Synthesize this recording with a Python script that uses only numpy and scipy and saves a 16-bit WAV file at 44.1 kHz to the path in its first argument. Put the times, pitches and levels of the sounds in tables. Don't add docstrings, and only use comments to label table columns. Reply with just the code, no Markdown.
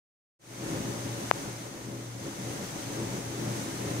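import sys
import numpy as np
from scipy import signal
from scipy.fft import rfft, irfft
from scipy.io import wavfile

SR = 44100
rng = np.random.default_rng(int(sys.argv[2]) if len(sys.argv) > 2 else 0)


def unload_wav(signal):
    wavfile.write(
        sys.argv[1],
        SR,
        np.round(np.clip(np.atleast_2d(signal).T, -1, 1) * 32767).astype(np.int16),
    )


N = 176400


def wash():
    # t/s, relative level/dB
    surges = [(.55, -42), (.68, -35), (.82, -35), (.96, -37), (1.1, -40), (1.21, -37), (1.31, -44),
              (1.41, -40), (1.7, -44), (1.92, -41.5), (2.14, -46.5), (2.3, -41), (2.5, -39), (2.7, -43),
              (2.95, -40.5), (3.01, -32), (3.07, -37), (3.14, -37), (3.27, -41), (3.6, -37), (3.74, -40),
              (3.88, -33.5), (4, -37.5)]
    # f/Hz, relative level/dB
    spectrum = [(25, -34), (38, -33), (52, -8.5), (80, -8.5), (105, 1.5), (150, 1), (235, -4), (290, -4),
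                (380, -5.5), (480, -6), (700, -13), (1000, -15.5), (2000, -22), (4000, -32), (8000, -48)]
    # f/Hz, width/Hz, relative level/dB
    modes = [(161.4, 15.5, -4.5), (193, 9.5, -1.5), (211.6, 10.5, 0), (208, 8.9, -5), (267.6, 15, 1),
             (278, 9.7, 5), (304, 6.9, 1.5), (334.8, 6.2, 9), (404, 15, 0), (434, 5.2, -0.5),
             (552.4, 11, 1.5), (570, 12, 1.5), (704, 8.3, -1.5), (965, 13, 0.5)]
    wash_db, slosh_db, splat_db = 1.5, 1.25, 0.53
    diffuse_hz = 990
    water = undb(slosh_db * walk(rate_hz=9.5) + splat_db * walk(rate_hz=35))
    shared, left, right = rfft(rng.standard_normal((3, N)) * water)
    apart = freqs() ** 2 / (freqs() ** 2 + diffuse_hz ** 2)
    direct = np.sqrt(1 - apart) * shared * left_lag(delay_s=0.00025)
    diffuse = np.sqrt(apart) * np.array([left, right])
    tub = np.sqrt(1 + sum(abs(2 * undb(db) * resonance(hz, width)) ** 2 for hz, width, db in modes))
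    sound = unit(irfft((direct + diffuse) * tub * colour(*np.array(spectrum).T), N))
    return room(sound, wet_db=-9) * curve(surges) * undb(wash_db)


def pump():
    # t/s, relative level/dB
    swells = [(.7, -45), (.85, -45), (1.0, -37.5), (1.28, -40), (1.4, -51), (1.55, -41), (1.75, -51),
              (1.97, -41.5), (2.19, -40), (2.3, -64), (2.48, -38.5), (2.62, -50), (2.9, -45.5),
              (3.1, -43.5), (3.48, -33.5), (3.7, -45.5), (3.97, -35.5)]
    hum_hz, waver_hz, hum_db, flutter_db = 119.9, 0.81, -1.6, 1.0
    phase = 2 * np.pi * np.cumsum(hum_hz + waver_hz * walk(rate_hz=5.1)) / SR
    return np.sqrt(2) * np.sin(phase) * curve(swells) * undb(hum_db + flutter_db * walk(rate_hz=10))


def knock():
    knock_s, contact_s = 1.31262, 0.000089
    knock_db, snap_db, far_side_db = 0.2, -15, -30
    t = np.arange(N) / SR - knock_s
    push = -1 / (1 + (t / (2 * contact_s)) ** 2) ** 4
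    ring = irfft(rfft(push) * resonance(hz=720, width_hz=810), N)
    ring = signal.sosfilt(signal.butter(1, 450, "high", fs=SR, output="sos"), ring)
    impulse = -np.exp(-2j * np.pi * freqs() * knock_s)
    snap = irfft(impulse * resonance(hz=4930, width_hz=2600), N)
    tap = ring / abs(ring).max() + undb(snap_db) * snap / abs(snap).max()
    return tap * undb(knock_db) * undb([[0], [far_side_db]])


def hiss():
    # t/s, relative level/dB
    swells = [(.7, -47.5), (1.0, -49), (1.28, -48), (1.5, -50), (1.68, -53), (2.16, -54.5), (2.21, -51.5),
              (2.55, -48.5), (3.05, -48.5), (3.3, -49.5), (3.6, -46.5), (4, -48)]
    # f/Hz, left and right relative level/dB
    spectrum = [(200, 1, -9), (756, 6, 4.5), (1400, 1.5, -4), (2100, 2, -2.5), (2690, -4.5, -2.5),
                (3530, -1.5, -4.5), (5280, -1.5, -5), (6280, 4, -1.5), (6770, -1.5, -2), (8100, -11, -.5),
                (9100, -17, -1.5), (11030, -20, -6), (13500, -22.5, -11), (15500, -22, -11)]
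    hiss_db, flicker_db, direct_db, direct_top_hz = 8, 0.38, -5.5, 4500
    hz, left_db, right_db = np.array(spectrum).T
    noise = rfft(rng.standard_normal((3, N)))
    direct = undb(direct_db) / np.hypot(1, freqs() / direct_top_hz) * noise[2] * left_lag(0.000441)
    sound = irfft((noise[:2] + direct) * np.array([colour(hz, left_db), colour(hz, right_db)]), N)
    return room(unit(sound), wet_db=-10.5) * curve(swells) * undb(hiss_db + flicker_db * walk(8.9))


def room(x, wet_db):
    t60_s, low_cut_hz = 0.18, 600
    tail = rng.standard_normal((2, N)) * undb(-60 * np.arange(N) / SR / t60_s)
    echo = rfft(tail / np.sqrt(np.sum(tail ** 2, axis=1, keepdims=True)))
    wet = undb(wet_db) * freqs() ** 2 / (freqs() ** 2 + low_cut_hz ** 2)
    return irfft(rfft(x) * (1 + wet * echo) / np.sqrt(1 + wet ** 2), N)


def left_lag(delay_s):
    return np.exp(1j * np.pi * freqs() * delay_s * np.array([[-1], [1]]))


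def resonance(hz, width_hz):
    f = freqs()
    return 1 / (1 + 1j * (f * f - hz * hz) / (f * width_hz))


def walk(rate_hz):
    return unit(irfft(rfft(rng.standard_normal(N)) / (1 + (freqs() / rate_hz) ** 4), N))


def curve(rows):
    return undb(np.interp(np.arange(N) / SR, *np.array(rows).T))


def colour(hz, db):
    return undb(np.interp(np.log(freqs()), np.log(hz), db))


def freqs():
    return np.maximum(np.arange(N // 2 + 1) * SR / N, 1e-3)


def undb(db):
    return 10 ** (np.asarray(db) / 20)


def unit(x):
    return x / np.sqrt(np.mean(x ** 2))


def scene():
    left_louder_db = 2
    pan = undb(np.array([[left_louder_db], [-left_louder_db]]) / 2)
    return (wash() + pump()) * pan + hiss() + knock()


def record(dry):
    fade_start_s, fade_s, top_hz = 0.39, 0.33, 15600
    threshold_db, slope, release_s, reaction_s = -19.5, 0.51, 0.013, 0.002
    t = np.arange(N) / SR
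    fade = np.clip((t - fade_start_s) / fade_s, 0, 1) ** 1.03
    log_peak = np.log(abs(dry).max(axis=0) + 1e-9)
    fall = t / release_s
    held = np.exp(np.maximum.accumulate(log_peak + fall) - fall)
    gain = np.minimum(undb(threshold_db) / held, 1) ** slope
    late_gain = np.interp(t - reaction_s, t, gain)
    top_cut = signal.ellip(10, .2, 70, top_hz, fs=SR, output="sos")
    return signal.sosfilt(top_cut, dry * fade * late_gain)


dry = scene()
out = record(dry)
unload_wav(out)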